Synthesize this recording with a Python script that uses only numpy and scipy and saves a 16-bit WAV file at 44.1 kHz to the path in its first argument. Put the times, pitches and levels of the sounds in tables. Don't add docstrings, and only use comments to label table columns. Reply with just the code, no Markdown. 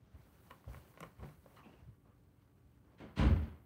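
import sys
import numpy as np
from scipy import signal
from scipy.io import wavfile

SR = 44100
rng = np.random.default_rng(int(sys.argv[2]) if len(sys.argv) > 2 else 0)


def inscribe(sig):
    pcm = np.round(np.clip(np.atleast_2d(sig).T, -1, 1) * 32767)
    wavfile.write(sys.argv[1], SR, pcm.astype(np.int16))


def rack_gain(trim_db):
    fader = np.asarray(trim_db, float)
    return 10 ** (fader / 20)


N = 160965


def rms_one(x):
    return x / np.sqrt(np.mean(x ** 2) + 1e-20)


def at_hz(points, hz):
    table = np.array(points)
    return np.interp(np.log(hz), np.log(table[:, 0]), table[:, 1])


def drift(rate):
    pole = np.exp(-80 * np.pi * rate / SR)
    noise = rng.standard_normal(N // 40 + 2002)
    slow = signal.lfilter([1], [1, -2 * pole, pole * pole], noise)[2000:]
    return np.interp(np.arange(N) / 40, np.arange(len(slow)), rms_one(slow))


def ring(x, hz, t60):
    pole, w = rack_gain(-60 / (t60 * SR)), 2 * np.pi * hz / SR
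    return signal.lfilter([0, np.sin(w)], [1, -2 * pole * np.cos(w), pole * pole], x + 1e-18)


def add(out, s, sound):
    i = int(s * SR)
    out[i:i + len(sound)] += sound[:N - i]


def butter(x, order, hz, kind="low"):
    return signal.sosfilt(signal.butter(order, hz, kind, fs=SR, output="sos"), x)


def bands(spectrum, patchy_db, grain_db=0, shape=lambda hz: 1):
    out, power = 0, 0
    together = drift(6)
    edges = 25 * 2 ** np.arange(0, 9.6, .5)
    white = rng.standard_normal((2, N)) * rack_gain(grain_db * drift(150))
    for k, (low, high) in enumerate(zip(edges, edges[1:])):
        hz = np.sqrt(low * high)
        outside = max(np.log2(spectrum[0][0] / hz), np.log2(hz / spectrum[-1][0]), 0)
        if outside > 1.2:
            continue
        flicker_db = patchy_db * (.7 * together + drift(15))
        band = butter(white[k % 2], 2, [low, high], "band")
        band = band * rack_gain(at_hz(spectrum, hz) - 18 * outside + flicker_db)
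        out = out + band * shape(hz)
        power = power + np.mean(band ** 2)
    return out / np.sqrt(power)


# f/Hz, level/dB per Hz
ROOM_TONE = [(35, -6), (60, 7.5), (125, 3.5), (300, -6.5), (1000, -26.5), (3000, -47), (7000, -42.5),
             (15000, -45)]
# f/Hz, level/dB rms
HUM = [(120, -74.5), (290, -80), (1147, -92.5)]


def room_tone():
    t = np.arange(N) / SR
    hum = 0
    for hz, db in HUM:
        hum = hum + rack_gain(db + 2.5 + 2 * drift(5.1)) * np.sin(2 * np.pi * hz * t + drift(4))
    return rack_gain(-67) * bands(ROOM_TONE, patchy_db=.6) + hum


# t/s, hiss level/dB, rub level/dB
MOVEMENT = [(0, -92, -75.5), (.1, -92, -71.5), (.16, -83.5, -69), (.3, -80, -70), (.5, -75.5, -66.5),
            (.655, -83, -69.5), (.7, -74, -63), (.79, -71, -61), (.83, -77, -65), (.9, -75, -66),
            (.97, -80.5, -66.5), (1.05, -76, -64), (1.16, -85, -70.5), (1.26, -75.5, -64.5),
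            (1.401, -81, -73), (1.571, -77, -64.5), (1.64, -85, -67), (2.0, -89.5, -77.5)]
# f/Hz, level/dB per Hz
CLOTH_HISS = [(3000, -19), (4500, -17.5), (6500, -11), (9000, -2.5), (11500, -4.5), (13000, 7.5),
              (16000, -1)]
# f/Hz, level/dB per Hz
CLOTH_RUB = [(88, -23), (150, 6.5), (182, -16.5), (357, -11.5), (534, -16), (1250, -19), (7000, -37.5),
             (9100, -70), (15400, -120)]


def sleeves():
    s, hiss_db, rub_db = np.transpose(MOVEMENT)
    t = np.arange(N) / SR
    hiss = rack_gain(np.interp(t, s, hiss_db) + 1.5) * bands(CLOTH_HISS, patchy_db=.5, grain_db=.7)
    rub = rack_gain(np.interp(t, s, rub_db)) * bands(CLOTH_RUB, patchy_db=1.2, grain_db=1.5)
    return hiss + rub


# t/s, peak level/dB, f/Hz, t60/s
THUDS = [(0.021, -48.5, 91, 0.036), (0.134, -45.5, 73, 0.076), (.19, -51.5, 106, 0.062),
         (.662, -46, 76.9, 0.33), (.68, -40.5, 72.5, 0.17), (0.719, -56, 116, 0.19),
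         (0.767, -52.5, 119, 0.13), (1.007, -51, 166, 0.16), (1.181, -47, 74, 0.084),
         (1.369, -54, 77.6, 0.067), (1.212, -39.5, 73.4, 0.06), (1.235, -52.5, 148, 0.3),
         (1.271, -54.5, 150, 0.15), (1.661, -62, 227, 0.083), (1.813, -49, 69, 0.067),
         (1.852, -58, 96.5, 0.3), (1.879, -42.5, 110.6, 0.059)]


def thuds():
    out, t = np.zeros(N), np.arange(SR // 2) / SR
    for s, db, hz, t60 in THUDS:
        swing = np.sin(2 * np.pi * hz * t) + 0.22 * np.sin(2 * np.pi * 1.8 * hz * t + 1.95)
        soft_onset = 1 - np.exp(-t / 0.0062)
        add(out, s, rack_gain(db + 8.5 - 60 * t / t60) * soft_onset * swing)
    return out


# t/s, level/dB, rise/s, t60/s
BUMPS = [(.14, -62, 0.015, 0.12), (.2, -62.5, 0.0073, 0.043), (0.503, -59, 0.0018, 0.18),
         (0.676, -60.5, 0.014, 0.44), (0.733, -63, 0.011, 0.078), (1.04, -61, 0.016, 0.22),
         (1.184, -58, 0.027, 0.41), (1.223, -51, 0.0094, 0.16), (1.286, -69, 0.0043, 0.36),
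         (1.453, -60, 0.012, 0.071), (1.635, -59, 0.026, 0.54), (1.719, -69, 0.0086, .2),
         (1.79, -71.5, 0.024, 0.56), (2.038, -66, 0.036, 0.21), (2.8, -68, 0.12, 1)]
# f/Hz, level/dB per Hz
BUMP_COLOUR = [(150, 2), (250, 4), (578, -4.5), (724, -4), (1020, -7), (6000, -42), (7800, -87),
               (13200, -120)]


def bumps():
    t = np.arange(N) / SR
    swells = 0
    for s, db, rise, t60 in BUMPS:
        decay_db = 60 * np.clip(t - s - rise, 0, None) / t60
        swells = swells + np.clip((t - s) / rise, 0, 1) * rack_gain(db - decay_db)
    return swells * bands(BUMP_COLOUR, patchy_db=.6, grain_db=1.5)


def bedroom(x):
    t60_s = .25
    t = np.arange(SR // 2) / SR
    echo = rng.standard_normal((2, len(t))) * np.clip(t / 0.0025, 0, 1)
    dull = butter(echo[0], 1, 2500) * rack_gain(-60 * t / t60_s)
    bright = 0.69 * echo[1] * rack_gain(-150 * t / t60_s)
    answer = dull + bright
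    return signal.fftconvolve(x, answer / np.sqrt(np.sum(answer ** 2)))[:N]


# t/s, level/dB, tilt/dB per octave, sharp edge level/dB
TICKS = [(.5072, -42.5, -3.5, -25), (.509, -41, 1.5, -32), (.511, -44, -1.5, -19), (.642, -49, -4, -31),
         (.678, -52.5, -14, -30), (.696, -59, -8, -28), (.733, -43, -5, -22), (.745, -42, -3, -27),
         (.769, -49.5, -5, -34), (.79, -58, -6, -28), (0.808, -59, -5, -26), (.94, -52, -3, -25),
         (0.9742, -36.5, -2.5, -35), (.979, -49, -3, -39), (1.005, -36, -7, -17.5),
         (1.0065, -33.5, -1, -20), (1.025, -59, 5, -32), (1.029, -30.5, -0.5, -26.5),
         (1.033, -42.5, 4.5, -28), (1.0358, -34, -5, -30), (1.196, -51, -1, -30), (1.227, -45, -8.5, -37),
         (1.236, -42.5, -10, -32), (1.242, -45, -4, -32), (1.289, -48, -2, -33), (1.46, -51, -12, -30),
         (1.543, -55, -3, -33), (1.568, -63, 10, -7), (1.806, -62, 0, -30), (3.574, -54, -5, -36)]
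# f/Hz, level/dB, t60/s
SHELL = [(540, -2, .015), (800, -5, .01), (1080, 0, .015), (1450, -2, .011), (1850, -1, .011),
         (2250, 0, .009), (2900, -5, .008), (3900, -10, .004), (6000, -18, .003)]


def ticks():
    contact_s, room_db = .0008, -10.5
    out, t = np.zeros(N), np.arange(SR // 16) / SR
    for s, db, tilt_db, edge_db in TICKS:
        luck_db = rng.normal(0, 1.5, len(SHELL))
        chatter = rng.standard_normal(len(t)) * np.exp(-t / contact_s)
        push = chatter / np.sqrt(np.sum(chatter ** 2)) * 0.59 + (t == 0)
        body = 0
        for k, (hz, mode_db, t60) in enumerate(SHELL):
            level_db = mode_db + luck_db[k] + tilt_db * np.log2(hz / 1200)
            body = body + rack_gain(level_db) * ring(push, hz, t60) * (-1) ** k
        add(out, s, rack_gain(db - 11) * (body + rack_gain(edge_db + 16.0) * chatter))
    return out + rack_gain(room_db) * bedroom(out)


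# t/s, length/s, level/dB, f/Hz, width/Hz
SQUEAKS = [(0.518, 0.0069, -61, 1070, 159), (1.564, 0.047, -63.5, 1150, 200),
           (1.595, 0.039, -71, 1100, 160), (1.566, 0.036, -70, 1950, 250), (1.563, 0.038, -74, 2940, 300),
           (1.56, 0.025, -76.5, 4120, 250), (1.632, 0.039, -68.5, 2620, 170),
           (1.643, 0.025, -78, 3050, 300), (1.69, 0.018, -74.5, 2700, 200), (1.725, 0.02, -76, 2900, 348),
           (1.759, .05, -82, 2720, 350), (2.047, 0.096, -80.5, 1210, 197)]


def squeaks():
    out, t = np.zeros(N), np.arange(SR // 4) / SR
    for s, length, db, hz, width_hz in SQUEAKS:
        slips = rng.standard_normal(len(t)) * rack_gain(3 * rng.standard_normal(len(t)))
        t60 = 1.3 / width_hz
        tone = rms_one(ring(ring(slips, hz, t60), hz, t60))
        pace = np.cumsum(1 + .012 * drift(12)[:len(t)])
        tone = np.interp(pace, np.arange(len(t)), tone) * rack_gain(1.5 * drift(60)[:len(t)])
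        envelope = np.clip(t / 0.0019, 0, 1) * rack_gain(-600 * np.maximum(t - length, 0))
        add(out, s, rack_gain(db) * tone * envelope)
    return out


# t/s, level/dB
DRAUGHT = [
    (2.96, -100),
    (3.01, -89),
    (3.15, -85),
    (3.19, -74.5),
    (3.42, -75.5),
    (3.56, -83.5),
]


def draught():
    t = np.arange(N) / SR
    hiss = bands(CLOTH_HISS, patchy_db=.5, grain_db=.7)
    return rack_gain(np.interp(t, *np.transpose(DRAUGHT))) * butter(hiss, 2, 9000, "high")


# t/s, level/dB, attack/s, hold/s, tilt/dB per octave
DOOR = [
    (2.97, -62.5, 0.018, 0.027, 4.5),
    (2.991, -55, 0.015, 0.025, -2),
    (3.149, -52.5, 0.016, .005, 3.5),
    (3.16, -41.5, 0.019, .005, 4.8),
    (3.177, -37.5, 0.017, 0.023, 1),
    (3.214, -42, 0.0069, 0.0075, -2.5),
    (3.282, -54.5, 0.0087, 0.0033, -7.3),
    (3.32, -54, 0.0079, .005, 0),
    (3.407, -60, 0.017, 0.016, 2.5),
]
# f/Hz, level/dB per Hz
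DOOR_COLOUR = [(59, -27), (100, -2.5), (301, -4.5), (701, -12.5), (1040, -13), (1310, -14), (2950, -22.5),
               (11000, -65), (14300, -96), (22000, -120)]
# f/Hz, t60/s
HALL = [(150, 0.66), (500, 0.63), (2000, 0.58), (5000, 0.37), (12000, 0.17)]


def hallway():
    t = np.arange(N) / SR

    def swell(hz):
        late = 0.0079 * np.clip(np.log2(3000 / hz), 0, 3) / 3
        energy = np.zeros(N)
        for s, db, rise, hold, tilt_db in DOOR:
            attack = np.clip((t - s - late) / rise, 0, 1) ** 2
            decay_db = 60 * np.clip(t - s - rise - hold, 0, None) / at_hz(HALL, hz)
            energy += (attack * rack_gain(db + tilt_db * np.log2(hz / 1000) - decay_db)) ** 2
        return np.sqrt(energy)

    return bands(DOOR_COLOUR, patchy_db=.5, grain_db=1.4, shape=swell)


# t/s, level/dB, bass weight/dB per octave
SHUDDERS = [(3.002, -39.5, -7.5), (3.039, -40.5, -9.5), (3.07, -54.5, -8), (3.174, -28, -4),
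            (3.194, -20, -0.5), (3.226, -22.5, 0), (3.243, -26, 3.5), (3.259, -22, 3), (3.308, -26.5, 5),
            (3.36, -33.5, 1), (3.423, -37.5, 3.5)]
# f/Hz, level/dB, t60/s
WALLS = [(60, -11.5, 0.2), (72.8, -6.5, 0.53), (81.85, -1, 0.38), (97.5, -11, 0.38), (121.7, -8, 0.24),
         (150.2, -2.5, 0.19), (195.2, -7, 0.27), (218.2, -4, 0.31), (289.7, -8, 0.22), (374, -16.5, 0.35),
         (420.3, -17, 0.25), (536, -12.5, 0.19), (645.4, -14, 0.24), (1008.6, -10.5, 0.56)]


def shudders():
    out = np.zeros(N)
    luck_db = rng.normal(0, 1.5, (len(SHUDDERS), len(WALLS)))
    for k, (hz, mode_db, t60) in enumerate(WALLS):
        blows = np.zeros(N)
        for (s, db, bass_db), luck in zip(SHUDDERS, luck_db[:, k]):
            weight_db = bass_db * max(np.log2(300 / hz), -.4)
            blows[int(s * SR)] = rack_gain(db + mode_db - 7.5 + luck + weight_db)
        out = out + ring(butter(blows + 1e-18, 2, 500), hz, t60)
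    return out


def scene():
    handling = sleeves() + thuds() + bumps() + ticks() + squeaks()
    return (room_tone() + handling + draught() + hallway() + shudders())[None]


def top_cut(x):
    return signal.sosfilt(signal.butter(12, 16470, fs=SR, output="sos"), x)


# f/Hz, width/Hz, boost [ratio]
PORT = [(8400, 600, 1.1), (15650, 200, .9)]


def record(dry):
    x = butter(dry, 9, 47, "high")
    for hz, width_hz, boost in PORT:
        x = x + boost * signal.lfilter(*signal.iirpeak(hz, hz / width_hz, fs=SR), x)
    x = signal.sosfilt(signal.cheby2(12, 30, 15930, fs=SR, output="sos"), x)
    return top_cut(x)


dry = scene()
out = record(dry)
inscribe(out)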